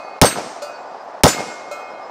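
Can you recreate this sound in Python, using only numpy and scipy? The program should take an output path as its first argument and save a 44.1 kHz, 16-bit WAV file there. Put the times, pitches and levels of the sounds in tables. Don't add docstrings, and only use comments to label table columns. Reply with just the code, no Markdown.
import sys
import numpy as np
from scipy import signal
from scipy.fft import rfft, irfft
from scipy.io import wavfile
from scipy.ndimage import uniform_filter1d

SR = 44100
rng = np.random.default_rng(int(sys.argv[2]) if len(sys.argv) > 2 else 0)


def dump(signal):
    limited = np.clip(np.atleast_2d(signal).T, -1, 1)
    pcm = np.round(limited * 32767).astype(np.int16)
    wavfile.write(sys.argv[1], SR, pcm)


def gain_from_db(level_db):
    decades = np.asarray(level_db, float) / 20
    return 10 ** decades


N = 92610

# (time [s], level [dB])
SHOTS = [
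    (-0.85, 0),
    (0.2147, 0),
    (1.2351, 0),
]
FIRST_SHOT_S = 0.2147

# (frequency [Hz], level [dB per Hz])
VALLEY_COLOUR = [(30, -52), (130, -25.5), (420, -9), (720, 0.5), (1500, -15), (3200, -32), (5200, -31),
                 (9000, -49), (15000, -67)]
VALLEY_DB = -33.5

# (frequency [Hz], level [dB per Hz])
CRACK_COLOUR = [(500, -27), (1500, -4.5), (3300, -3.5), (4300, -2), (5600, -1.5), (7000, -6.5),
                (16000, -17.5)]
CRACK_DELAYS = [0, .0053, .0095, .0125, .0155, .0205, .0237, .0305]
CRACK_LEVELS = [3, 2, -10, -11, -10, -9, -12, -10]
CRACK_DB, CRACK_HOLD_S, CRACK_T60_S = -3.5, 0.0014, 0.009

# (frequency [Hz], level [dB per Hz])
BOOM_COLOUR = [(18, -31.5), (35, -17.5), (100, 1.5), (260, 2), (874, 3), (1680, -6), (3000, -34.5),
               (6600, -79)]
BOOM_DB, BOOM_RISE_S, BOOM_HOLD_S, BOOM_T60_S = -7.5, 0.0032, 0.026, 0.16

# (frequency [Hz], level [dB per Hz])
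YARD_COLOUR = [(40, -24.5), (300, -16.5), (750, -17), (2500, -10.5), (5000, -11), (16000, -26.5)]
# (frequency [Hz], t60 [s])
YARD_DECAY = [(60, .4), (250, 0.94), (1000, 0.56), (4000, 0.34), (9000, 0.31), (16000, 0.22)]
YARD_DB, YARD_RISE_S = -14, 0.051

# (time [s], peak level [dB], pitch [Hz], length [cycles])
ECHOES = [(0.2164, 1, 418, 1.36), (.2205, -6.5, 545, 3.1), (0.2233, -6.5, 480, 2), (.226, -0.5, 230, 1.42),
          (.2308, -7.5, 670, 2.88), (.2365, -10, 490, 2.6), (.2435, -0.5, 547, 5.02),
          (0.325, -22, 340, 2.2), (0.329, -18, 1520, 2.9), (.3425, -22, 590, 2.1), (.347, -22, 700, 2),
          (.3588, -13.5, 1100, 2.1), (.36, -29.5, 172, 5.3), (0.3643, -13, 790, 1.8),
          (0.3735, -14, 790, 3.08), (.3843, -12.5, 658, 2.97), (.395, -16, 800, 2.7),
          (0.4065, -17, 580, 1.86), (.419, -24, 790, 2.6), (.436, -30, 884, 2.8), (.4435, -21.5, 600, 2.4),
          (.461, -22, 590, 2.65), (.472, -25, 607, 1.7), (.482, -34, 810, 2)]

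# (frequency [Hz], level [dB], t60 [s])
THUMP = [(96, -12.5, .11), (148.2, -3.5, 0.1), (193, -8.5, 0.12), (254, -13.5, 0.1)]
THUMP_DELAY_S = 0.007

# (frequency [Hz], level [dB per Hz])
TREES_COLOUR = [(35, -62), (60, -24.5), (227, 7.5), (1950, -8.5), (3340, -16), (6000, -12.5), (9000, -20),
                (16000, -49.5)]
# (frequency [Hz], t60 [s])
TREES_DECAY = [(100, 0.37), (700, 0.54), (3000, 1.04), (5200, 1.19), (8000, 0.82), (16000, 0.58)]
TREES_DB, TREES_DELAY_S, TREES_RISE_S = -23, 0.12, 0.045

# (time [s], ring level [dB], rise [s], clatter level [dB], clatter t60 [s])
BLOWS = [
    (-.05, -37, .001, -49, 0.52),
    (.2515, -9, 0.0012, -12.5, 0.18),
    (1.2715, -4, 0.004, -14, 0.22),
    (0.6196, -15, 0.0012, -36, 0.11),
    (1.712, -13.5, 0.0011, -41.5, 0.28),
]
PLATE_HZ = [587, 1200, 1335, 1470, 2143, 2509, 2810, 3192, 4095, 4499, 4861, 5143, 5503]
PADDLE_HZ = [6230, 6725, 7002, 7267, 7440, 7880, 8254, 8597, 9234, 9512, 12320, 13340, 15550]
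HANGER_HZ = [6072, 7685, 8511, 9740, 10600, 12522, 14735]
# (t60 [s], beat [Hz], depth [0-1])
PLATE_RING = [(0.24, 2.7, 0.3), (4.6, 1.1, 0.5), (0.76, 0.89, 0.1), (2.3, 1.2, .36), (1.79, 0.6, 0.09),
              (1.42, 1.5, 0.25), (0.82, 1.4, .36), (1.3, 2.3, 0), (0.87, 3.7, 0.3), (0.7, 5.5, 0.5),
              (1, 2.9, .8), (0.83, 0.54, .3), (0.72, 8.4, .5)]
# (t60 [s], beat [Hz], depth [0-1])
PADDLE_RING = [(0.57, 8, .5), (0.3, 7, .3), (0.44, 5.5, 0.29), (.8, 4, .4), (1.6, 4, .6), (0.55, 5, 0.27),
               (0.59, 3.5, .7), (.4, 6.6, .3), (0.26, 5, 0.58), (0.15, 7.1, .4), (0.25, 9.8, .4),
               (0.41, 4.4, .3), (0.13, 11, 0.35)]
# (t60 [s], beat [Hz], depth [0-1])
HANGER_RING = [(.5, 5, .4), (.6, 3, .4), (.3, 6, .3), (0.55, 3, .4), (.5, 4, .4), (.25, 7, 0.4),
               (.3, 5, 0.4)]
# (old ring [dB], bullet [dB], bullet [dB], clack [dB], clack [dB])
PLATE_DB = [(-26.5, -31.5, -20, -2, -6), (-2, -32.5, -29.5, -25, -31), (-2, -16, -22.5, -18.5, -16.5),
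            (-21.5, -26.5, -26.5, -25, -33.5), (-6, -36, -22, -46, -29), (-3, -31, -27.5, -24, -23),
            (-26, -37, -33, -30, -42), (-39, -48.5, -52.5, -51, -35), (-15, -29, -31, -39, -30.5),
            (-3, -10, -11.5, -21.5, -34), (-14.5, -27, -18.5, -24, -40), (-28.5, -28, -13, -42, -37),
            (-35, -19, -12.5, -33, -40)]
# (old ring [dB], bullet [dB], bullet [dB], clack [dB], clack [dB])
PADDLE_DB = [(-16, -4, -10.5, -28, -32.5), (-19.5, -17.5, -14, -31, -46), (-37.5, -25.5, -4.5, -37, -38),
             (-24, -28, -20, -44, -39), (-40, -40, -19, -38.5, -43), (-40.5, -26.5, -14, -42, -38),
             (-29, 1, -40.5, -40, -35.5), (-24.5, -33, -14.5, -38, -60), (-45, -3.5, -31, -37, -53),
             (-41.5, -36, -8, -50, -50), (-43.5, -23, -32, -45, -50), (-35, -10, -18, -37, -37),
             (-60, -26, -27, -48, -48)]
# (old ring [dB], bullet [dB], bullet [dB], clack [dB], clack [dB])
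HANGER_DB = [(-42, -32, -15, -45, -48), (-29, -35, -16.5, -48.5, -50), (-45, -35, -14, -55, -55),
             (-51, -36, -28.5, -48, -60), (-44, -31.5, -34, -48, -54), (-54, -37, -18, -55, -58),
             (-61, -39.5, -25, -58, -50)]
OLD_RING_LASTS = 1.36
STOP_S, STOP_DB = 0.095, -14
SWAY_HZ = [5, 9, 16]
SWAY_DB = 2.5

# (frequency [Hz], level [dB per Hz])
CLATTER_COLOUR = [(150, -39.5), (800, -1), (2500, -3.5), (4500, -4), (7000, -3), (10000, -13.5),
                  (15500, -26.5)]
SPLINTER_T60_S, SPLINTER_DB = 0.2, -5
CLACK_SPLINTER_DB = 6
DUCK_DB, RECOVER_S = -7.5, 0.35

# (time [s], level [dB], pitch
# [Hz])
TICKS = [(.3297, -27, 3500), (.3425, -33, 3000), (1.0, -58, 5000), (1.115, -62, 7500), (1.617, -62, 9000)]
# (time [s], length [s], level [dB], pitch [Hz], tremble [rad])
CHIRPS = [(1.015, 0.056, -73, 12300, 1.5), (1.205, .014, -69, 12200, 1.7), (.985, 0.047, -51, 4940, 1.3),
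          (1.895, .04, -51.5, 5143, .8), (2.0, 0.089, -50.5, 5120, 0.34), (2.0, .025, -73, 11000, 3)]

AHEAD_DB, AHEAD_S = -16.5, 0.021
OVERLOAD, EDGE_HZ, SIDE_DB = 0.92, 15800, -36.5


def evened(x):
    return x / np.sqrt(np.mean(x ** 2) + 1e-20)


def read(points, hz):
    f, value = np.transpose(points)
    return np.interp(np.log(hz + 1), np.log(f + 1), value)


def add(mix, s, sound):
    at = round(s * SR)
    sound = sound[max(-at, 0):]
    part = mix[max(at, 0):][:len(sound)]
    part += sound[:len(part)]


def coloured(x, spectrum):
    gain = gain_from_db(read(spectrum, np.fft.rfftfreq(len(x), 1 / SR)))
    return evened(irfft(rfft(x) * gain, len(x)))


def dying(spectrum, t60, patchy_db):
    noise = coloured(rng.standard_normal(2 * SR), spectrum)
    hz, t, z = signal.stft(noise, SR, nperseg=512, noverlap=384)
    patches = uniform_filter1d(rng.standard_normal(z.shape), size=6, axis=0)
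    patches = evened(uniform_filter1d(patches, size=5, axis=1))
    z = z * gain_from_db(patchy_db * patches - 60 * t / read(t60, hz)[:, None])
    return signal.istft(z, SR, nperseg=512, noverlap=384)[1][:2 * SR]


def valley():
    heights = gain_from_db(np.minimum(rng.exponential(1, N), 5))
    sparse = rng.random(N) < 3000 / SR
    lumps = evened(heights * rng.standard_normal(N) * sparse)
    low = 1 / (1 + (np.fft.rfftfreq(N, 1 / SR) / 1500) ** 4)
    hiss = rng.standard_normal(N)
    roll = irfft(rfft(lumps) * np.sqrt(low) + rfft(hiss) * np.sqrt(1 - low), N)
    swell = uniform_filter1d(rng.standard_normal(N), size=900)
    swell = evened(uniform_filter1d(swell, size=900))
    return gain_from_db(VALLEY_DB + 0.5 * swell) * coloured(roll, VALLEY_COLOUR)


def crack(level_db):
    t = np.arange(1024) / SR
    fall_db = 60 * np.maximum(t - CRACK_HOLD_S, 0) / CRACK_T60_S
    return gain_from_db(CRACK_DB + level_db - fall_db) * coloured(rng.standard_normal(1024), CRACK_COLOUR)


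def boom():
    t = np.arange(8192) / SR
    fall_db = 60 * np.maximum(t - BOOM_HOLD_S, 0) / BOOM_T60_S
    swell = np.minimum(t / BOOM_RISE_S, 1)
    return swell * gain_from_db(BOOM_DB - fall_db) * coloured(rng.standard_normal(8192), BOOM_COLOUR)


def scatter(level_db, rise_s, colour, decay, patchy_db):
    t = np.arange(2 * SR) / SR
    return gain_from_db(level_db) * np.minimum(t / rise_s, 1) * dying(colour, decay, patchy_db)


def echo(db, hz, cycles):
    u = np.arange(2048) / SR * hz / cycles
    hump = np.sin(np.pi * np.minimum(u, 1)) ** 2
    return gain_from_db(db) * hump * np.sin(2 * np.pi * cycles * (u - 0.5))


def thump(hz, db, t60):
    t = np.arange(SR) / SR
    return gain_from_db(db - 60 * t / t60) * np.sin(2 * np.pi * hz * t)


def shot():
    out = scatter(YARD_DB, YARD_RISE_S, YARD_COLOUR, YARD_DECAY, patchy_db=4.5)
    for delay, db in zip(CRACK_DELAYS, CRACK_LEVELS):
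        add(out, delay, crack(db))
    add(out, 0, boom())
    for s, *row in ECHOES:
        add(out, s - FIRST_SHOT_S, echo(*row))
    for row in THUMP:
        add(out, THUMP_DELAY_S, thump(*row))
    trees = scatter(TREES_DB, TREES_RISE_S, TREES_COLOUR, TREES_DECAY, patchy_db=0.95)
    add(out, TREES_DELAY_S, trees)
    return out


def sway(t, modes):
    drift = 0
    for rate in SWAY_HZ:
        own_rate = rate * (0.7 + 0.6 * rng.random((modes, 1)))
        drift = drift + np.sin(2 * np.pi * (own_rate * t[::64] + rng.random((modes, 1))))
    drift = drift.repeat(64, axis=1)[:, :len(t)]
    return SWAY_DB * drift * np.minimum(t / 0.1, 1)


def ring(t, blow, ring_db, lasts):
    hz = np.array(PLATE_HZ + PADDLE_HZ + HANGER_HZ)[:, None]
    db = np.array(PLATE_DB + PADDLE_DB + HANGER_DB)[:, blow, None]
    t60, beat_hz, depth = np.array(PLATE_RING + PADDLE_RING + HANGER_RING).T[:, :, None]
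    pair = np.abs(1 + depth * np.exp(2j * np.pi * beat_hz * t)) / (1 + depth)
    flung = (hz > 4000) * (blow in (1, 2))
    db = db + STOP_DB * flung * (1 - np.exp(-(t / STOP_S) ** 2))
    db = db + sway(t, len(hz))
    level = gain_from_db(ring_db + db - 60 * t / (t60 * lasts))
    return (pair * level * np.sin(2 * np.pi * (hz * t + rng.random(hz.shape)))).sum(0)


def clatter(t, blow, level_db, t60):
    noise = coloured(rng.standard_normal(2 * SR), CLATTER_COLOUR)[:len(t)]
    noise = noise * gain_from_db(level_db - 60 * t / t60)
    place, size, life = rng.random((40, 3)).T[:, :, None]
    hz, u = 2500 + 13000 * place, t[:SR // 4]
    db = level_db + SPLINTER_DB + CLACK_SPLINTER_DB * (blow > 2)
    db = db + read(CLATTER_COLOUR, hz) - 12 * size
    db = db - 60 * u / (SPLINTER_T60_S * (0.5 + life))
    add(noise, 0, (gain_from_db(db) * np.sin(2 * np.pi * (hz * u + life))).sum(0))
    return noise


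def steel(blow, start, ring_db, rise, clatter_db, clatter_t60):
    t = np.arange(min(N - round(start * SR), SR + SR // 4)) / SR
    lasts = OLD_RING_LASTS if start < 0 else 1
    struck = ring(t, blow, ring_db, lasts) + clatter(t, blow, clatter_db, clatter_t60)
    high_pass = signal.butter(2, 300, "high", fs=SR, output="sos")
    struck = signal.sosfilt(high_pass, struck * (1 - np.exp(-t / rise)))
    since = start + t - np.array([s for s, db in SHOTS])[:, None]
    duck_db = (DUCK_DB * np.exp(-abs(since) / RECOVER_S) * (since > 0)).sum(0)
    fade = np.minimum((t[-1] - t) / 0.053 + (start > 1), 1)
    return struck * gain_from_db(duck_db) * fade


def tick(db, hz):
    t = np.arange(600) / SR
    grain = coloured(rng.standard_normal(600), [(hz / 3, -30), (hz, 0), (hz * 2, -60)])
    return gain_from_db(db - 60 * t / 0.012) * grain * np.minimum(t / 0.001, 1)


def chirp(length, db, hz, tremble):
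    t = np.arange(0, length, 1 / SR)
    wobble = tremble * np.sin(2 * np.pi * 60 * t)
    return gain_from_db(db) * np.sin(np.pi * t / length) * np.sin(2 * np.pi * hz * t + wobble)


def scene():
    mix, blast = valley(), shot()
    for s, db in SHOTS:
        add(mix, s, gain_from_db(db) * blast)
    for blow, row in enumerate(BLOWS):
        add(mix, row[0], steel(blow, *row))
    for s, *row in TICKS:
        add(mix, s, tick(*row))
    for s, *row in CHIRPS:
        add(mix, s, chirp(*row))
    return np.array([mix, mix])


def top_cut(x):
    return signal.sosfilt(signal.butter(12, 16700, fs=SR, output="sos"), x)


def record(dry):
    until = np.array([s for s, db in SHOTS])[:, None] - np.arange(N) / SR
    dip = np.clip(1 - until / AHEAD_S, 0, 1) ** 0.5 * (until > 0)
    dry = dry * gain_from_db((AHEAD_DB * dip).sum(0))
    x = OVERLOAD * dry / (1 + abs(dry) ** 6) ** (1 / 6)
    band_limit = signal.firwin(255, EDGE_HZ, window=("kaiser", 5), fs=SR)
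    x = signal.oaconvolve(x, band_limit[None], "same")
    trace = gain_from_db(SIDE_DB) * np.roll(x[0] + np.gradient(x[0]), 300)
    return top_cut(x + np.array([trace, -trace]))


dry = scene()
out = record(dry)
dump(out)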